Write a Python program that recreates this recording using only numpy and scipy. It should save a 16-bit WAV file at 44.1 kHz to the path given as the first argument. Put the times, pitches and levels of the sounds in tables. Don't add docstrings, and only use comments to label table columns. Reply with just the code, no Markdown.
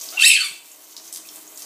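import sys
import numpy as np
from scipy import signal
from scipy.fft import rfft, irfft, next_fast_len
from scipy.io import wavfile
from scipy.ndimage import uniform_filter1d, minimum_filter1d, map_coordinates

SR = 44100
rng = np.random.default_rng(int(sys.argv[2]) if len(sys.argv) > 2 else 0)


def dump_mix(stems):
    frames = np.atleast_2d(stems).T
    limited = np.clip(frames, -1, 1)
    pcm = np.round(limited * 32767).astype(np.int16)
    wavfile.write(sys.argv[1], SR, pcm)


N = 72765

# time in seconds, pitch in Hz.
SCREAM_PITCH = [(.115, 574.5), (.145, 761), (.165, 729.3), (.18, 933.6), (.186, 1196), (.197, 1296),
                (.203, 1512), (.212, 1286), (.221, 1550), (.229, 1572), (.233, 1735), (.241, 1828),
                (.251, 2007), (.255, 2549), (.265, 2674), (.295, 2692), (.325, 2569), (.362, 2146),
                (.376, 1696), (.405, 1515), (.428, 1423), (.439, 1181), (.456, 1175), (.49, 1000)]
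# time in seconds, level in dB, roughness from 0 to 1,
# how fast the overtones weaken in dB per octave.
SCREAM_EFFORT = [(.11, -64, 0.54, 7), (.123, -24, 0.5, 14.5), (.183, -18.5, 0.43, 13),
                 (.196, -28, 0.65, 2.5), (.2, -26, 0.51, 3.5), (.224, -24, 0.48, -0.5),
                 (.234, -12, 0.22, 5), (.246, -3.5, 0.18, 7.5), (.255, -12, 0.39, 0),
                 (.265, -8.5, 0.17, 1.5), (.283, -23, 0.22, -4.5), (.305, -15, 0.54, 4.5),
                 (.33, -20.5, .8, 3.5), (.365, -19, 0.7, 8), (.392, -24, 0.58, 15.5), (.408, -22, 0.34, 2),
                 (.428, -24.5, 0.69, 9.5), (.448, -28, 0.02, 0.5), (.475, -35.5, 0.03, 2.5),
                 (.5, -52, 0.74, 10.5)]
# time in seconds, lower one in Hz, upper in Hz.
MOUTH_RESONANCES = [(.22, 2670, 7660), (.3, 2727, 8000), (.36, 2410, 8100), (.405, 2500, 7400),
                    (.43, 2460, 8450), (.45, 2320, 8320), (.5, 2210, 8386)]
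# frequency in Hz, gain in dB.
THROAT_COLOUR = [(300, -26), (700, -20.5), (1000, -21), (1450, -10.5), (1850, -12.5), (2300, -4.5),
                 (2700, -1.5), (3200, 3.5), (3700, 3.5), (4500, 5), (5300, -5), (6200, -5), (7100, -4),
                 (8000, -2.5), (9000, -0.5), (9900, -6.5), (10700, -0.5), (11600, -9.5), (13500, -10),
                 (16000, -33)]

def scream():
    jitter, jitter_hz = 0.0292, 503.5
    flutter_db, flutter_hz = 4, 260.2
    swing_db, swing_hz = 5.5, 111.54
    rasp_per_cycle, smear_growth, halfway_db = .36, 0.27, -2
    pitch, = curves(SCREAM_PITCH)
    level_db, rough, fall_db = curves(SCREAM_EFFORT)
    lower_hz, upper_hz = curves(MOUTH_RESONANCES)
    pitch = pitch * (1 + jitter * rough * wobble(jitter_hz))
    cycles = np.cumsum(pitch) / SR
    rasp_position = cycles * rasp_per_cycle
    voice = np.zeros(N)
    for multiple in np.arange(1, 14, .5):
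        hz = multiple * pitch
        smear = 1 - (1 - rough) ** (1 + smear_growth * (multiple - 1))
        rasp = smear * unit(wander(rasp_position) + 1j * wander(rasp_position))
        is_halfway = multiple % 1
        strength = amp(halfway_db) * rasp if is_halfway else np.sqrt(1 - smear ** 2) + rasp
        tone = (strength * np.exp(2j * np.pi * multiple * cycles)).real
        waver_db = swing_db * np.sqrt(rough) * wobble(swing_hz) * (multiple > 1)
        mouth_db = resonance(hz, lower_hz, boost_db=10.5, half_width_hz=132)
        mouth_db += resonance(hz, upper_hz, boost_db=4.5, half_width_hz=630)
        voice += tone * amp(waver_db + mouth_db - fall_db * np.log2(multiple)) * (hz < SR / 2)
    shudder_db = flutter_db * rough * wobble(flutter_hz)
    return coloured(voice * amp(level_db + shudder_db), THROAT_COLOUR)


def resonance(hz, centre_hz, boost_db, half_width_hz):
    return boost_db / (1 + ((hz - centre_hz) / half_width_hz) ** 2)


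# time in seconds, pitch in Hz, level in dB.
WHISTLE_PATH = [(.158, 2700, -62), (.17, 2760, -49), (.173, 2740, -20), (.182, 2737, -11.5),
                (.186, 2580, -27), (.197, 2730, -28), (.1995, 2626, -5), (.209, 2722, -41),
                (.224, 2680, -0.5), (.231, 2700, -38), (.24, 2760, -85)]

def whistle(jitter=0.014, jitter_hz=503.5):
    pitch, level_db = curves(WHISTLE_PATH)
    cycles = np.cumsum(pitch * (1 + jitter * wobble(jitter_hz))) / SR
    started = since(WHISTLE_PATH[0][0]) > 0
    return started * amp(level_db) * np.sin(2 * np.pi * cycles)


# start in seconds, level in dB, centre in Hz, width in octaves.
SPLAT_HITS = [(0.0122, -19, 6300, 0.38), (0.056, -32, 7180, 0.59), (0.0883, -18.5, 4240, 0.44),
              (.717, -29.5, 7530, 0.23), (.9662, -20, 5030, 0.66), (0.978, -24, 5560, 0.35),
              (1.0432, -33.5, 7650, .5), (1.0781, -25.5, 5760, .3), (1.1267, -16.5, 7180, .9),
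              (1.1385, -19.5, 7400, 0.88), (1.1476, -20, 6900, .6), (1.1596, -17.5, 5856, 0.95),
              (1.172, -19.5, 6500, 1), (1.288, -23.5, 4620, 0.64), (1.359, -25.5, 8220, 0.48),
              (1.467, -35, 6400, 0.28), (1.4765, -28, 7040, 0.28), (1.559, -28.5, 6870, 0.21),
              (1.5747, -21.5, 6400, 0.58), (1.621, -20.5, 6500, 0.44)]

def splats(gain_db=-7.5, scatter_db=-19, low_cut_hz=1736):
    out = np.zeros(N)
    for start, db, centre_hz, octaves in SPLAT_HITS:
        def band(hz):
            distance = np.log2((hz + 1) / centre_hz) / octaves
            low_cut = hz ** 2 / (hz ** 2 + low_cut_hz ** 2)
            return low_cut / (1 + distance ** 2 / 2) ** 2
        t = since(start)
        shape = fade(t, t60=0.011) + amp(scatter_db) * fade(t, t60=0.071)
        burst = filtered(shape * rng.choice([-1, 1], N), band)
        burst *= np.linalg.norm(shape) / (np.linalg.norm(burst) + 1e-12)
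        out += amp(db + gain_db) * burst
    return out


# start in seconds, level in dB, starting pitch in Hz.
BUBBLE_NOTES = [(.705, -50, 2450), (.728, -51, 2600), (1.251, -43, 2450)]

def bubbles(rise_per_s=14):
    out = np.zeros(N)
    for start, db, hz in BUBBLE_NOTES:
        t = since(start)
        cycles = hz * t * (1 + rise_per_s * t / 2)
        out += amp(db) * fade(t, t60=0.035) * np.sin(2 * np.pi * cycles)
    return out


# time in seconds, hiss level in dB, patter level in dB.
SHOWER_LEVELS = [(0, -36, -36.5), (.12, -38, -39), (.6, -45.5, -56), (.8, -45, -55.5), (.93, -45.5, -50),
                 (1.06, -44, -49.5), (1.22, -46, -49), (1.35, -39.5, -64), (1.45, -44.5, -51.5),
                 (1.55, -41, -72), (1.6, -37, -48), (1.65, -42, -45)]
# time in seconds, level in dB.
DRUM_LEVELS = [(0, -50), (.3, -51), (.65, -59), (1, -55), (1.3, -53), (1.65, -52)]
# frequency in Hz, gain in dB.
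HISS_COLOUR = [(200, -60), (1500, -18.5), (3000, -7), (5000, -7), (6500, -3.5), (7800, 1), (9500, -3),
               (13500, -0.5), (15500, 1)]
PATTER_COLOUR = [(200, -60), (800, -37), (2000, -19), (4000, -3.5), (6500, 3), (9000, -9), (15000, -21)]
TUB_COLOUR = [(25, -50), (55, -48), (100, -20.5), (160, -18), (210, -5), (265, -8.5), (310, 0), (365, -2),
              (460, -2.5), (560, -7.5), (760, -6.5), (1100, -7), (1860, -13.5), (2400, -13), (5000, -50)]

def shower():
    hiss_db, patter_db = curves(SHOWER_LEVELS)
    drum_db, = curves(DRUM_LEVELS)
    flow_db = 1.1 * wobble(25)
    hiss = droplets(HISS_COLOUR) * amp(hiss_db + flow_db)
    patter = droplets(PATTER_COLOUR) * amp(patter_db + flow_db + wobble(25.87))
    drumming = droplets(TUB_COLOUR) * amp(drum_db)
    return hiss + patter + drumming


def droplets(colour, drops_per_s=2500, spread_db=3):
    hits = rng.random(N) < drops_per_s / SR
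    ticks = hits * rng.standard_normal(N) * amp(spread_db * rng.standard_normal(N))
    return unit(coloured(ticks + room(ticks), colour))


# start in seconds, level in dB.
BUMP_HITS = [(0.266, -46), (0.31, -47), (0.509, -53.5)]
# frequency in Hz, gain in dB.
BUMP_COLOUR = [(20, -19), (60, -19), (130, 14), (220, 15), (500, -25), (1500, -57.5)]

def bumps(rise_s=0.0042):
    shape = np.zeros(N)
    for start, db in BUMP_HITS:
        age = since(start) / rise_s
        shape += amp(db) * age * np.exp(1 - age)
    return shape * unit(coloured(rng.standard_normal(N), BUMP_COLOUR))


# frequency in Hz, seconds to fade by 60 dB.
ROOM_RING = [(200, 0.56), (2500, 0.45), (5000, 0.45), (9000, 0.52), (15000, 0.17)]

def room(sound, early_db=4):
    hz, t, noise = signal.stft(rng.standard_normal(SR * 3 // 4), SR, nperseg=256)
    tiles = fade(t, along(ROOM_RING, hz)[:, None])
    tub_walls = amp(early_db) * fade(t, t60=0.098)
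    echoes = signal.istft(noise * (tiles + tub_walls), SR, nperseg=256)[1]
    return signal.fftconvolve(sound, echoes / np.linalg.norm(echoes))[:N]


def amp(db):
    return 10 ** (np.asarray(db) / 20)


def unit(x):
    return x / np.sqrt(np.mean(np.abs(x) ** 2) + 1e-20)


def along(rows, hz):
    row_hz, values = np.transpose(rows)
    return np.interp(np.log(hz + 1), np.log(row_hz + 1), values)


def curves(rows):
    times, *columns = np.transpose(rows)
    return [np.interp(np.arange(N) / SR, times, column) for column in columns]


def wander(position):
    return map_coordinates(rng.standard_normal(8192), [position], mode="wrap")


def wobble(rate):
    return wander(np.arange(N) * rate / SR)


def filtered(x, response):
    size = next_fast_len(N + SR // 2)
    return irfft(rfft(x, size) * response(np.fft.rfftfreq(size, 1 / SR)), size)[:N]


def coloured(x, colour):
    return filtered(x, lambda hz: amp(along(colour, hz)))


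def since(start):
    return np.maximum(np.arange(N) / SR - start, 0)


def fade(t, t60):
    return (t > 0) * amp(-60 * t / t60)


def scene(voice_db=-2.5, voice_echo_db=-4, splash_echo_db=-1):
    voice = scream() + whistle()
    cry = amp(voice_db) * voice + amp(voice_echo_db) * room(voice)
    spray = shower()
    splashes = splats() + bubbles()
    water = spray + splashes + amp(splash_echo_db) * room(splashes)
    return (cry + water + bumps())[None]


def record(dry, ceiling=1, reaction_s=.002, top_hz=15350):
    span = int(reaction_s * SR)
    needed_gain = ceiling / np.maximum(np.abs(dry[0]), ceiling)
    smooth_gain = uniform_filter1d(minimum_filter1d(needed_gain, 2 * span), span)
    return filtered(dry[0] * smooth_gain, lambda hz: hz < top_hz)[None]


dry = scene()
out = record(dry)
dump_mix(out)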